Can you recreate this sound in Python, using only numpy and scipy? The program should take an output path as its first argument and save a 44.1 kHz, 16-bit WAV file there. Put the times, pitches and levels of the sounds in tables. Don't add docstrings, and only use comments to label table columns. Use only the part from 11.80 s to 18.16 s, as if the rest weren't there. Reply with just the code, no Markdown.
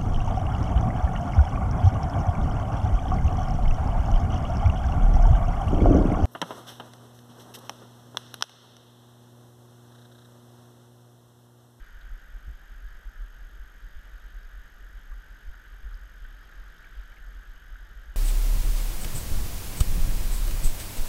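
import sys
import numpy as np
from scipy import signal
from scipy.fft import rfft, irfft
from scipy.io import wavfile
from scipy.ndimage import uniform_filter1d

SR = 44100
rng = np.random.default_rng(int(sys.argv[2]) if len(sys.argv) > 2 else 0)


def generate_wav(sig):
    pcm = np.round(np.clip(np.atleast_2d(sig).T, -1, 1) * 32767).astype(np.int16)
    wavfile.write(sys.argv[1], SR, pcm)


N = 280476

# f/Hz, density/dB
RUSH_SPECTRUM = [(20, -10), (70, 4), (105, 2.5), (140, 0.5), (300, -5), (550, -6.5), (950, -7), (1100, -12),
                 (2600, -15.5), (4300, -19.5), (6500, -23), (8800, -28), (11200, -32), (13400, -29.5)]
# f/Hz, width at half the dB lift/Hz, lift/dB
CASE_RESONANCES = [(1236, 148, 9.5), (1501.4, 352, 16.5), (1839, 438, 13.5), (2346, 310, 4.5),
                   (3034, 453, 8.5), (3322, 220, 5), (3686, 360, 6), (4800, 170, 4.5), (5200, 440, 3.5),
                   (7700, 500, 2.5), (9750, 610, 4), (11440, 1300, 2.5)]
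# t/s, level/dB
CHURN_CURVE = [(0, 0), (.7, -0.7), (1.4, -0.2), (1.9, -1), (2.3, 0.5), (2.8, 0), (3.3, 0), (3.8, 0.8),
               (4.3, -0.1), (4.65, 2), (5.0, 2.5), (5.35, 1.5), (5.6, 1), (5.95, 0.5), (6.36, 0.5)]
# f/Hz, share/1
CHURN_SHARE = [(100, 0), (800, 0.29), (1200, 0.87), (2300, 0.27), (4000, 1), (7000, 0.077), (13000, 0.31)]
# f/Hz, density/dB
RUMBLE_SPECTRUM = [(8, -15.5), (24, -9), (36, -0.5), (46, -3.5), (56, -14.5), (70, -48), (120, -55)]
# f/Hz, density/dB
RUSTLE_SPECTRUM = [(40, -9.5), (70, 11.5), (87, -5.5), (103, 4), (122, -14.5), (400, -22), (1200, -47)]
# peak t/s, strength/dB
BUFFET_PEAKS = [(.165, -37), (.331, -30.5), (0.692, -29), (.917, -38), (1.059, -32), (1.155, -37),
                (1.428, -31), (1.648, -38), (1.743, -39), (1.811, -33.5), (2.043, -38), (2.172, -31.5),
                (2.568, -35.5), (2.663, -37), (2.783, -37), (3.323, -30), (3.688, -30), (3.936, -38),
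                (4.06, -28.5), (4.144, -33), (4.237, -36), (4.437, -34.5), (4.8, -36), (5.191, -31),
                (5.423, -37.5), (5.489, -37.5), (5.561, -36.5), (5.702, -36.5), (5.931, -33.5),
                (6.181, -36), (6.296, -33)]
# t/s, peak level/dB, f/Hz, t60/s, spray share of power/1
NEAR_DROPS = [(0.212, -55, 3600, .05, 0.9), (2.632, -58, 4950, .025, .85), (2.650, -61, 4970, .025, .85),
              (3.098, -48, 1680, 0.021, 0), (3.317, -51, 1174, 0.064, 0.14), (3.742, -42, 1540, 0.03, 0.1),
              (4.113, -48, 1400, 0.023, 0), (4.143, -49.5, 5000, 0.008, 0.4),
              (4.447, -44, 1503, 0.045, 0.3), (4.625, -52, 1230, 0.06, 0.2), (4.640, -61, 5030, .02, .6),
              (4.798, -65, 4030, .02, .6), (4.982, -61, 5670, .02, .6), (5.042, -48.5, 2250, 0.018, 0.4),
              (5.169, -63, 5000, .02, .6), (5.318, -56, 2250, .03, .3), (5.367, -50, 2140, .03, 0.45),
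              (5.759, -60, 4970, .02, .6), (5.957, -42, 1530, 0.02, 0.3)]
# t/s, rms level before the decay/dB, t60/s
KNOCK_EVENT = (0.678, -47.5, 0.12)
# f/Hz, density/dB
KNOCK_SPECTRUM = [(50, -23), (95, 11), (200, -20), (450, -12), (700, -27), (1500, -56)]

BURSTS_HZ, WHINE_HZ, EDGE_HZ = 47.952, 6448.5, 13650
SWELL_S = 0.021
JOSTLE_DB = -43
LUMPINESS = 1.45


def gain_of(db):
    return 10 ** (np.asarray(db) / 20)


def evened(x):
    return x / np.sqrt(np.mean(x ** 2) + 1e-20)


def read(points, hz):
    f, value = np.transpose(points)
    return np.interp(np.log(hz + 1), np.log(f + 1), value)


def coloured(x, db_at):
    gain = gain_of(db_at(np.fft.rfftfreq(len(x), 1 / SR)))
    return irfft(rfft(x) * gain, len(x))


def add(mix, start_s, sound):
    part = mix[round(start_s * SR):][:len(sound)]
    part += sound[:len(part)]


def water_db(hz):
    humps_db = sum(db * .5 ** ((2 * (hz - f) / width) ** 2) for f, width, db in CASE_RESONANCES)
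    return read(RUSH_SPECTRUM, hz) + humps_db


def rush(level_db=-56.0, patchy_db=0.5, flicker_db=0.3):
    window, hop = 512, 128
    hz = np.fft.rfftfreq(window, 1 / SR)
    t = np.arange(N // hop + 5) * hop / SR
    real, imag, patches = rng.standard_normal((3, len(t), len(hz)))
    patches = uniform_filter1d(patches, size=24, axis=0)
    patches = evened(uniform_filter1d(patches, size=7, axis=1))
    flicker = evened(uniform_filter1d(rng.standard_normal(len(t)), size=20))
    churn_db = np.interp(t, *np.transpose(CHURN_CURVE)) + flicker_db * flicker
    field_db = water_db(hz) + patchy_db * patches + churn_db[:, None] * read(CHURN_SHARE, hz)
    field = (real + 1j * imag) * gain_of(field_db)
    wash = signal.istft(field.T, nperseg=window, noverlap=window - hop)[1][:N]
    return gain_of(level_db) * evened(wash)


def bubble(hz, t60_s, rise=0.02):
    t = np.arange(int(t60_s * SR) + 2) / SR
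    onset = 1 - np.exp(-t * hz / 2)
    decay = gain_of(-60 * t / t60_s)
    return onset * decay * np.sin(2 * np.pi * hz * t * (1 + rise * t / t60_s))


def ripples(level_db=-66, per_s=500, spread_db=3.0, t60_cycles=22, churn_follow=1.9, pitches=36):
    churn_db = np.interp(np.arange(N) / SR, *np.transpose(CHURN_CURVE))
    out = np.zeros(N)
    for hz in np.geomspace(1100, 8500, pitches):
        born = np.flatnonzero(rng.random(N) < per_s / pitches / SR)
        size_db = spread_db * np.minimum(rng.exponential(1, N)[born], 4)
        clicks = np.zeros(N)
        clicks[born] = gain_of(size_db + churn_follow * churn_db[born])
        out += hz * signal.oaconvolve(clicks, bubble(hz, t60_cycles / hz))[:N]
    return gain_of(level_db) * evened(coloured(out, water_db))


def buffeting(jostle):
    t = np.arange(N) / SR
    power = (gain_of(JOSTLE_DB) * evened(jostle ** LUMPINESS)) ** 2
    for peak_s, db in BUFFET_PEAKS:
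        swell = gain_of(db) * .5 ** (((t - peak_s) / SWELL_S) ** 2)
        power = power + swell ** 2
    return 10 * np.log10(power + 1e-12)


def rumble(gain_db=1.9, top_hz=60, rustle_db=-62.5, rustle_follow=0.33):
    shake = coloured(rng.standard_normal(N), lambda hz: read(RUMBLE_SPECTRUM, hz))
    envelope = np.sqrt(uniform_filter1d(abs(signal.hilbert(shake)) ** 2, size=500))
    buffet_db = buffeting(envelope)
    throb = gain_of(gain_db + buffet_db) * shake / envelope
    lowpass = signal.butter(4, top_hz, fs=SR, output="sos")
    throb = signal.sosfiltfilt(lowpass, throb)
    rustle = coloured(rng.standard_normal(N), lambda hz: read(RUSTLE_SPECTRUM, hz))
    rustle = evened(rustle * gain_of(rustle_follow * buffet_db))
    return throb + gain_of(rustle_db) * rustle


def whine(tone_db=-73.5, octave_db=-70.5, duty=0.37, jitter_rad=0.99, limp_db=2.0, fizz_db=-82):
    t = np.arange(N) / SR
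    burst, place = np.divmod(t * BURSTS_HZ, 1)
    gate = uniform_filter1d(1. * (place < duty), size=70)
    slip_rad = jitter_rad * rng.standard_normal(int(burst[-1]) + 1)[burst.astype(int)]
    angle = 2 * np.pi * WHINE_HZ * t + slip_rad
    tone = gain_of(tone_db + limp_db * np.cos(np.pi * burst)) * np.sin(angle)
    octave = gain_of(octave_db) * np.sin(2 * angle)
    fizz_spectrum = [(4000, -29), (6500, 15), (8000, 4), (13000, -3)]  # f/Hz, density/dB
    fizz = coloured(rng.standard_normal(N), lambda hz: read(fizz_spectrum, hz))
    switching = np.cos(np.pi * place) ** 10
    return np.sqrt(2) * gate * (tone + octave) + gain_of(fizz_db) * evened(fizz * switching)


def drops(spray_width=0.24):
    out = np.zeros(N)
    for start_s, peak_db, hz, t60_s, spatter in NEAR_DROPS:
        ring = bubble(hz, t60_s)
        spray = coloured(rng.standard_normal(8192),
                         lambda f: -12 * (np.log((f + 1) / hz) / spray_width) ** 2)
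        spray = np.resize(spray, len(ring)) * gain_of(np.linspace(0, -60, len(ring)))
        share = np.clip(spatter, 0, 1)
        sound = np.sqrt(1 - share) * evened(ring) + np.sqrt(share) * evened(spray)
        add(out, start_s, gain_of(peak_db) * sound / abs(sound).max())
    return out


def knock(attack_s=.003):
    start_s, level_db, t60_s = KNOCK_EVENT
    t = np.arange(SR // 2) / SR
    body = evened(coloured(rng.standard_normal(len(t)), lambda hz: read(KNOCK_SPECTRUM, hz)))
    attack = np.minimum(t / attack_s, 1)
    out = np.zeros(N)
    add(out, start_s, body * gain_of(level_db - 60 * t / t60_s) * attack)
    return out


def scene():
    return (rush() + ripples() + rumble() + whine() + drops() + knock())[None]


def record(dry):
    lowpass = signal.firwin(255, EDGE_HZ, window=("kaiser", 8), fs=SR)
    return signal.oaconvolve(dry, lowpass[None], "same")


dry = scene()
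out = record(dry)
generate_wav(out)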